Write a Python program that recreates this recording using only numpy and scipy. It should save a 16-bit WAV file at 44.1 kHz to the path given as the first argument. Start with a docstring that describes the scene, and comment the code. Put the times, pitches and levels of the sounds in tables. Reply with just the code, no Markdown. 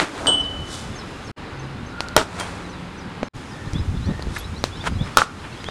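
"""Outdoor cricket nets between concrete walls, one microphone close to the bat. The tail of a hit dies
away; then willow cracks twice against the ball, overloading the microphone, and the walls answer. A struck
steel pole rings, there are knocks and rubs, and air buffets the microphone as the bowler runs past.
Farther off, small birds chirp over the rumble of a town. The sound drops out briefly between deliveries.
"""
import sys
import numpy as np
from scipy import signal
from scipy.fft import rfft, irfft, next_fast_len
from scipy.io import wavfile
from scipy.ndimage import map_coordinates

SR = 44100
rng = np.random.default_rng(int(sys.argv[2]) if len(sys.argv) > 2 else 0)


def pcm_store(signal):
    """Save signal as 16-bit PCM."""
    levels = np.round(np.clip(np.atleast_2d(signal), -1, 1) * 32767)
    wavfile.write(sys.argv[1], SR, levels.astype(np.int16).T)


N = 251502
TIME = np.arange(N) / SR

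# bat on ball: t/s, level/dB, favoured f/Hz, spread/octaves, crack/dB, back wall delay/s, back wall/dB
BAT_STROKES = [(2.1646, 10, 760, .7, -5.5, .0493, -14), (5.1712, 11, 1310, .4, -5.5, .0472, -8)]
# modes of the willow blade: f/Hz, level/dB, t60/s
BLADE_MODES = [(230, -5, .04), (420, -5, .02), (660, -4, .016), (900, -4, .014), (1190, -5, .012),
               (1340, -1, .0145)]
# echoes off near walls and ground: delay/s, level/dB, treble limit/Hz
NEAR_ECHOES = [(.0035, -24, 5000), (.0113, -19, 5000), (.0132, -19, 9000), (.0153, -19, 4000),
               (.0227, -22, 3000), (.0318, -24, 1500)]
# spectra of the instant of contact and of its scattered fizz: f/Hz, level/dB
CRACK_SPECTRUM = [(600, -34), (1800, 8), (4000, 11), (8000, 3), (12000, -6.5), (16000, -17)]
FIZZ_SPECTRUM = [(800, -26), (1700, 10), (2400, 16.5), (3600, 17.5), (5500, 14.5), (8800, 9), (12000, -7),
                 (16000, -39)]

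def bat(crack_t60=0.0095, fizz_db=-28, body_db=-14, scatter_t60=0.21, scatter_rise_s=0.011):
    """Close up, each stroke rings the blade; where the ball lands decides which modes are favoured."""
    out, t = np.zeros(N), TIME[:SR // 2]
    for s, db, favoured_hz, octaves, crack_db, wall_delay, wall_db in BAT_STROKES:
        ring = np.zeros(len(t))
        for hz, mode_db, t60 in BLADE_MODES:
            favour = np.exp(-.5 * (np.log2(hz / favoured_hz) / octaves) ** 2)
            ring += amp(mode_db) * favour * sine(hz, t) * fade(t, t60)
        crack = amp(crack_db) * noise(CRACK_SPECTRUM)[:len(t)] * fade(t, crack_t60)
        blow = amp(db) * (crack - ring)
        add(out, s, blow)
        for delay, echo_db, limit_hz in NEAR_ECHOES:
            add(out, s + delay, amp(echo_db) * lowpass(blow, limit_hz))
        # the back wall returns only the woody ring
        add(out, s + wall_delay, -amp(db + wall_db) * ring * onset(t, 0.00047))
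        # poles, nets and ground scatter ring and crack into a short dense tail
        tail = onset(t, scatter_rise_s) * fade(t, scatter_t60)
        paths = tail * rng.standard_normal(len(t))
        body = signal.fftconvolve(ring, paths / np.linalg.norm(paths))[:len(t)]
        fizz = tail * noise(FIZZ_SPECTRUM)[:len(t)]
        add(out, s, amp(db) * (amp(body_db) * body + amp(fizz_db) * fizz))
    return out


# modes of the steel pole: f/Hz, level/dB, t60/s
POLE_MODES = [(2998.5, -11.5, .9), (3035, -23.5, 1), (3076, -22.5, .75), (3243, -25, .4), (3375, -28, .42),
              (3485, -32, .32), (3756, -32, .3), (4800, -15, .018), (8315, -18, .3), (8420, -25, .17),
              (8622, -31, .22)]

def pole(strike_s=.2697, tick_db=-12, sway_hz=37.3, sway_rad=0.71, flutter_db=1.75):
    """A sharp blow on steel: the pole sways, so its ring quivers in pitch and flutters as it dies."""
    out, t = np.zeros(N), TIME[:SR * 2]
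    quiver = sway_rad * sine(sway_hz, t)
    flutter = amp(flutter_db * wobble(72)[:len(t)])
    ring = flutter * sum(amp(db) * sine(hz, t, quiver) * fade(t, t60) for hz, db, t60 in POLE_MODES)
    tick = lowpass(lowpass(rng.standard_normal(len(t)), 7400), 8500) * fade(t, 0.019)
    add(out, strike_s, ring * onset(t, 0.00044) + amp(tick_db) * tick)
    return out


# the dying tail of a hit as the sound opens, then knocks:
# t/s, click level/dB, click f/Hz, thud level/dB, thud f/Hz
CONTACTS = [(.0003, -3.5, 2040, -9, 900), (0.26, -40, 2480, -4, 1400), (2.006, -11, 4360, -8.5, 920),
            (2.0858, -22, 4490, -47, 600), (3.2308, -18, 2470, -5.5, 567), (3.2338, -22, 1500, -12.5, 226),
            (3.734, -25, 5700, -13, 129), (4.195, -26, 1500, -14.5, 596), (4.224, -20, 4200, -21, 700),
            (4.270, -35, 2020, -15, 403), (4.6401, -4, 4180, -4, 610), (4.841, -21.5, 2180, -18, 900),
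            (5.6427, -19, 2100, -26, 1210), (5.687, -17, 1550, -15, 513)]

def knocks(click_t60=0.0047, grit=0.75, thud_cycles=3.7, dust_db=-27, dust_t60=0.23, treble_hz=9000):
    """Dead contacts along the lane: a click, a thud of a few cycles and a little loose grit."""
    out, t = np.zeros(N), TIME[:SR // 5]
    for s, click_db, click_hz, thud_db, thud_hz in CONTACTS:
        rough = unit(lowpass(rng.standard_normal(len(t)), 1.6 * click_hz))
        click = (sine(click_hz, t) + grit * rough) * fade(t, click_t60)
        dust = amp(dust_db) * rough * fade(t, dust_t60)
        thud = sine(thud_hz, t) * fade(t, thud_cycles / thud_hz)
        add(out, s, (amp(click_db) * (click + dust) - amp(thud_db) * thud) * onset(t, 0.000068))
    return lowpass(out, treble_hz)


# the dying tail of the opening hit, then rubs:
# peak t/s, rise/s, fall/s, body level/dB, body f/Hz, hiss level/dB
RUBS = [(.002, 0.0023, 0.035, -19, 1440, -30), (0.029, 0.014, 0.0079, -18, 473, -47),
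        (.19, 0.053, 0.032, -34, 1380, -48), (.73, 0.031, 0.093, -42, 1110, -35),
        (4.37, 0.039, 0.035, -38, 1420, -37.5), (4.873, 0.015, 0.0091, -19, 1290, -31),
        (5.06, 0.024, 0.099, -36, 1390, -49)]
# the ball lands in the net: t/s, body level/dB, body f/Hz, hiss level/dB
NET_CATCHES = [(0.278, -20, 620, -34.5), (2.403, -25.5, 1060, -34), (5.45, -35, 1310, -70)]
# spectrum of a rub's body: multiple of body f, level/dB
BODY_SPECTRUM = [(.15, -13), (.6, -3), (1, -1.5), (1.4, -6), (2.5, -11.5), (6, -56)]
# spectrum of its hiss: f/Hz, level/dB
HISS_SPECTRUM = [(2000, -41), (3400, -3.5), (5380, -6.5), (8790, -9.5), (10300, -16), (12400, -29.5),
                 (15000, -45)]

def scuffs(grain_db=2, settle_db=-8):
    """After the tail of the opening hit, rubs swell and die, made grainy by many tiny slips."""
    out, hiss = np.zeros(N), noise(HISS_SPECTRUM)

    def rub(body_db, body_hz, hiss_db):
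        body = noise([(body_hz * multiple, db) for multiple, db in BODY_SPECTRUM])
        return amp(body_db) * body + amp(hiss_db) * hiss

    for s, rise_s, fall_s, *colour in RUBS:
        out += swell(s, rise_s, fall_s) * rub(*colour)
    # the net takes the ball, then rustles while it swings
    for s, *colour in NET_CATCHES:
        catch = swell(s, rise_s=0.011, fall_s=0.025)
        settle = amp(settle_db) * swell(s, rise_s=0.11, fall_s=.2)
        out += np.hypot(catch, settle) * rub(*colour)
    return out * unit(amp(grain_db * wobble(800)))


# modes of a small fitting on the net: f/Hz, level/dB, t60/s
CLINK_MODES = [(1400, -25, .1), (3200, -29, .18), (9100, -35, .18)]

def net_clink(clink_s=2.399, tick_db=-19, tick_t60=0.015):
    """The tautened net makes a small fitting clink."""
    out, t = np.zeros(N), TIME[:SR // 4]
    ring = sum(amp(db) * sine(hz, t, .8 * wobble(290)[:len(t)]) * fade(t, t60)
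               for hz, db, t60 in CLINK_MODES)
    tick = lowpass(rng.standard_normal(len(t)), 8300) * fade(t, tick_t60)
    add(out, clink_s, ring + amp(tick_db) * tick)
    return out


# sole squeaks: t/s, length/s, start f/Hz, end f/Hz, level/dB
SOLE_SLIPS = [(4.362, 0.012, 1750, 1650, -19), (4.381, 0.014, 11100, 11900, -36.5),
              (4.387, .022, 12000, 10200, -40)]

def squeaks(roughness=1.07):
    """A sole sticks and slips in the bowler's run-up."""
    out = np.zeros(N)
    for s, length, start_hz, end_hz, db in SOLE_SLIPS:
        add(out, s, amp(db) * chirp(length, start_hz, end_hz))
    return out * np.cos(roughness * wobble(1100))


# air bumps right on the microphone: t/s, level/dB, f/Hz
EDDIES = [(3.36, -24.5, 129), (3.674, -22.5, 130), (3.76, -16.5, 151), (3.803, -17, 84), (3.888, -14.5, 80),
          (3.945, -18, 159), (4.076, -14, 82), (4.092, -12.5, 185), (4.112, -16, 184), (4.27, -17, 55),
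          (4.929, -19, 65.7), (4.962, -18, 92), (5.015, -15.5, 140)]

def buffets(churn_db=-9, churn_ratio=1.64, wake_s=0.013, offset=0.55):
    """Each eddy pushes on the microphone for about a cycle; a quicker eddy churns higher."""
    out, t = np.zeros(N), np.arange(-SR // 10, SR // 10) / SR
    for s, db, hz in EDDIES:
        churn = amp(churn_db) * unit(lowpass(rng.standard_normal(len(t)), churn_ratio * hz))
        bump = np.exp(-(hz * t) ** 2) * (np.cos(2 * np.pi * hz * t) - offset)
        add(out, s + t[0], amp(db) * (bump + np.exp(-np.abs(t) / wake_s) * churn))
    # the diaphragm leaks away any steady pressure
    return signal.sosfilt(signal.butter(2, 25, "highpass", fs=SR, output="sos"), out)


# the birds' two phrases, note by note: delay/s, length/s, start f/Hz, end f/Hz, level/dB
FALLING_NOTES = [(0, 0.025, 6530, 5900, 0), (.026, .032, 5580, 4720, 0.5), (0.043, .035, 4250, 3560, -2)]
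RISING_NOTES = [(0, .062, 3190, 4055, 1), (.042, 0.0395, 4890, 5190, -6.5)]
# when each phrase is sung: t/s, level/dB, pitch ratio
FALLING_CALLS = [(0.393, -40.5, 0.93), (0.664, -42, 1), (0.951, -39, 1), (1.24, -45.5, 1),
                 (1.59, -48.5, 0.97), (1.86, -49, 0.98), (2.688, -42, 0.95), (2.974, -44.5, 0.94),
                 (3.244, -43, 0.98), (3.485, -45, 0.92)]
RISING_CALLS = [(3.735, -37.5, 1.02), (3.955, -48, 1.06), (4.01, -43, 1.16), (4.06, -44, 1.06),
                (4.399, -37, 1.04), (4.535, -42.5, 1.16), (4.715, -36, 1.06), (4.765, -40, .96),
                (4.981, -37.5, 1.03), (5.13, -50, 1.02), (5.555, -38, 1), (5.635, -34.5, .96)]
# calls from farthest away: t/s, length/s, f/Hz, level/dB
DISTANT_CALLS = [(1.067, 0.14, 2730, -42.5), (1.88, 0.3, 1409, -32.5), (3.467, 0.21, 1830, -37.5),
                 (4.016, 0.27, 1852, -40), (5.38, 0.22, 2677, -43)]

def birds(flutter_db=4.0, chatter_db=-50, chatter_hz=3200, span_hz=1500, glide=0.137, chatter_count=60):
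    """Well off the microphone, birds whistle a falling phrase, later a rising one, over faint chatter."""
    song = np.zeros(N)
    for notes, calls in ((FALLING_NOTES, FALLING_CALLS), (RISING_NOTES, RISING_CALLS)):
        for s, db, register in calls:
            for delay, length, start_hz, end_hz, note_db in notes:
                pitch, accent_db = rng.normal([register, 0], [.006, 1.5])
                note = chirp(length, pitch * start_hz, pitch * end_hz)
                add(song, s + delay, amp(db + note_db + accent_db) * note)
    # the flock glides the same way as the phrase being sung
    turn_s = FALLING_CALLS[-1][0]
    for when, height in rng.random((chatter_count, 2)):
        s, hz = when * N / SR, chatter_hz + span_hz * height
        add(song, s, amp(chatter_db) * chirp(0.055, hz, hz * (1 + glide * np.sign(s - turn_s))))
    # many paths through the trees blur a far call into a narrow band
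    for s, length, hz, db in DISTANT_CALLS:
        song += amp(db) * arch(s, length) * sine(hz, TIME, 1.06 * wobble(hz / 10))
    return song * amp(flutter_db * wobble(150))


# level of the low rumble: t/s, level/dB
RUMBLE_LEVELS = [(0.0, -48.5), (0.36, -33.5), (1.38, -38.5), (1.65, -36.5), (3.51, -38), (3.92, -29.5),
                 (4.7, -35), (5.02, -29.5), (5.22, -40), (5.7, -36.5)]
# spectra of the rumble and of a gust's deep push: f/Hz, level/dB
RUMBLE_SPECTRUM = [(13, -49), (25, -15), (81, 1), (183, -2), (227, -3), (301, -15.5), (430, -32),
                   (730, -120)]
GUST_SPECTRUM = [(13, -25), (28, -2.5), (45, -1), (85, 2), (160, -19), (400, -61)]

def air_rumble(rumble_db=-1, swing_db=2.0, gust_db=-30, gust_growth=1.86):
    """Air rumbles at the microphone; its deep push grows fastest as the level rises."""
    level_db = np.interp(TIME, *np.transpose(RUMBLE_LEVELS))
    rumble = amp(level_db + rumble_db + swing_db * wobble(23)) * noise(RUMBLE_SPECTRUM)
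    gust = amp(gust_db + gust_growth * (level_db - level_db.max())) * noise(GUST_SPECTRUM)
    return rumble + gust


# background of each delivery: start t/s, town level/dB, leaves level/dB
BACKGROUND_LEVELS = [(0, -37, -50), (1.34, -37.5, -54), (3.31, -39, -49)]
# spectra of the distant town and of the leaves: f/Hz, level/dB
TOWN_SPECTRUM = [(130, -16.5), (220, -6.5), (258, 2.5), (540, -4.5), (664, -8.5), (796, -5), (1460, -6.5),
                 (1690, -9), (2710, -14), (3590, -19.5), (4000, -17.5), (5200, -25.5), (8800, -120)]
LEAF_SPECTRUM = [(2060, -9.5), (3500, -1.5), (4460, -12.5), (4970, -3.5), (5750, -7.5), (6360, -7),
                 (10200, -14), (14500, -38), (16000, -42)]

def town_and_leaves():
    """Beyond the nets, the wash of the town and a faint hiss of leaves waver slightly in level."""
    starts, town_db, leaves_db = np.transpose(BACKGROUND_LEVELS)
    delivery = np.searchsorted(starts[1:], TIME)
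    town = amp(town_db[delivery] + 0.49 * wobble(6.68)) * noise(TOWN_SPECTRUM)
    leaves = amp(leaves_db[delivery] + 0.4 * wobble(16)) * noise(LEAF_SPECTRUM)
    return town + leaves


# far engines: t/s, length/s, f/Hz, level/dB
ENGINE_HUMS = [(0.045, 0.64, 282.5, -35), (1.487, 0.29, 134.2, -30.5), (1.99, 1.54, 177.6, -36)]

def engines():
    """Each far engine reaches the microphone as one drifting tone that swells and fades."""
    drift = .5 * wobble(12.0)
    return sum(amp(db) * arch(s, length) * sine(hz, TIME, drift) for s, length, hz, db in ENGINE_HUMS)


# reverberation of the practice lane: f/Hz, t60/s
LANE_DECAY = [(150, 0.078), (1300, 0.52), (4000, 0.12), (12000, 0.15)]

def lane_echo(x):
    """The diffuse answer of walls and trees; the midrange lingers longest."""
    hz, t, bands = signal.stft(rng.standard_normal(SR // 2), SR, nperseg=256)
    tail = signal.istft(bands * fade(t, along(LANE_DECAY, hz)[:, None]), SR, nperseg=256)[1]
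    return signal.fftconvolve(x, tail / np.linalg.norm(tail))[:N]


def amp(db):
    """Decibels to gain."""
    return 10 ** (np.asarray(db) / 20)


def unit(x):
    """Scale to rms 1."""
    return x / np.sqrt(np.mean(x ** 2) + 1e-20)


def along(points, hz):
    """(Hz, value) points read on a log axis."""
    f, values = np.transpose(points)
    return np.interp(np.log(hz + 1), np.log(f + 1), values)


def noise(spectrum):
    """Noise of rms 1 with the given colour."""
    size = next_fast_len(N + SR // 4)
    colour = amp(along(spectrum, np.fft.rfftfreq(size, 1 / SR)))
    return unit(irfft(rfft(rng.standard_normal(size)) * colour, size)[:N])


def wobble(rate):
    """A smooth random curve, rate knots a second."""
    return map_coordinates(rng.standard_normal(int(N * rate / SR) + 4), [TIME * rate])


def sine(hz, t, phase=0):
    """A tone, its phase in radians."""
    return np.sin(2 * np.pi * hz * t + phase)


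def chirp(length, start_hz, end_hz, bend=1.82):
    """One whistled note whose glide quickens towards its end."""
    progress = np.linspace(0, 1, int(length * SR))
    hz = start_hz + (end_hz - start_hz) * progress ** bend
    return np.sqrt(signal.windows.tukey(len(hz), .5)) * np.sin(2 * np.pi * np.cumsum(hz) / SR)


def lowpass(x, hz):
    """Causal loss of treble."""
    return signal.sosfilt(signal.butter(2, min(hz, .45 * SR), fs=SR, output="sos"), x)


def onset(t, rise_s):
    """Exponential rise to 1."""
    return 1 - np.exp(-t / rise_s)


def fade(t, t60):
    """Exponential decay, 60 dB in t60."""
    return np.exp(-np.log(1000) * t / t60)


def swell(s, rise_s, fall_s):
    """A pointed swell peaking at time s."""
    return np.exp(-np.maximum((s - TIME) / rise_s, (TIME - s) / fall_s))


def arch(s, length):
    """A smooth swell from time s."""
    return np.sin(np.pi * np.clip((TIME - s) / length, 0, 1))


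def add(track, s, sound):
    """Mix a sound into the track at time s."""
    i = max(round(s * SR), 0)
    track[i:i + len(sound)] += sound[:max(N - i, 0)]


def scene():
    """All sources at one microphone; the birds are distant, so more of their sound is echo."""
    blows, song = bat() + knocks(), birds()
    echo = lane_echo(amp(-25) * blows + amp(-9) * song)
    near = blows + pole() + net_clink() + scuffs() + squeaks() + buffets() + air_rumble()
    far = amp(-5.5) * song + town_and_leaves() + engines()
    return (near + far + echo)[None]


def gain_control(x, threshold_db=-16, release_s=.06, slope=.9, lag_s=.07):
    """Loud sound turns the gain down a moment later; it creeps back."""
    memory = np.exp(-1 / (release_s * SR))
    power = signal.lfilter([1 - memory], [1, -memory], x[0] ** 2)
    gain = (1 + power / amp(threshold_db) ** 2) ** (-slope / 2)
    return x * np.interp(TIME - lag_s, TIME, gain)


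# dropouts between deliveries: start t/s, end t/s
DROPOUTS = [(1.316, 1.362), (3.286, 3.334)]

def record(dry, cut_s=0.0017, return_s=0.021, floor_db=-48, top_hz=16200):
    """The sound cuts out and fades back twice; loud cracks clip and duck the gain; the top is lost."""
    gate = np.ones(N)
    for start, end in DROPOUTS:
        gate *= np.clip(np.maximum((start - TIME) / cut_s, (TIME - end) / return_s), 0, 1)
    clipped = np.clip(dry * np.maximum(gate, amp(floor_db)), -1, 1)
    size = next_fast_len(N + SR // 4)
    passband = np.fft.rfftfreq(size, 1 / SR) < top_hz
    return irfft(rfft(gain_control(clipped), size) * passband, size)[..., :N]


dry = scene()
out = record(dry)
pcm_store(out)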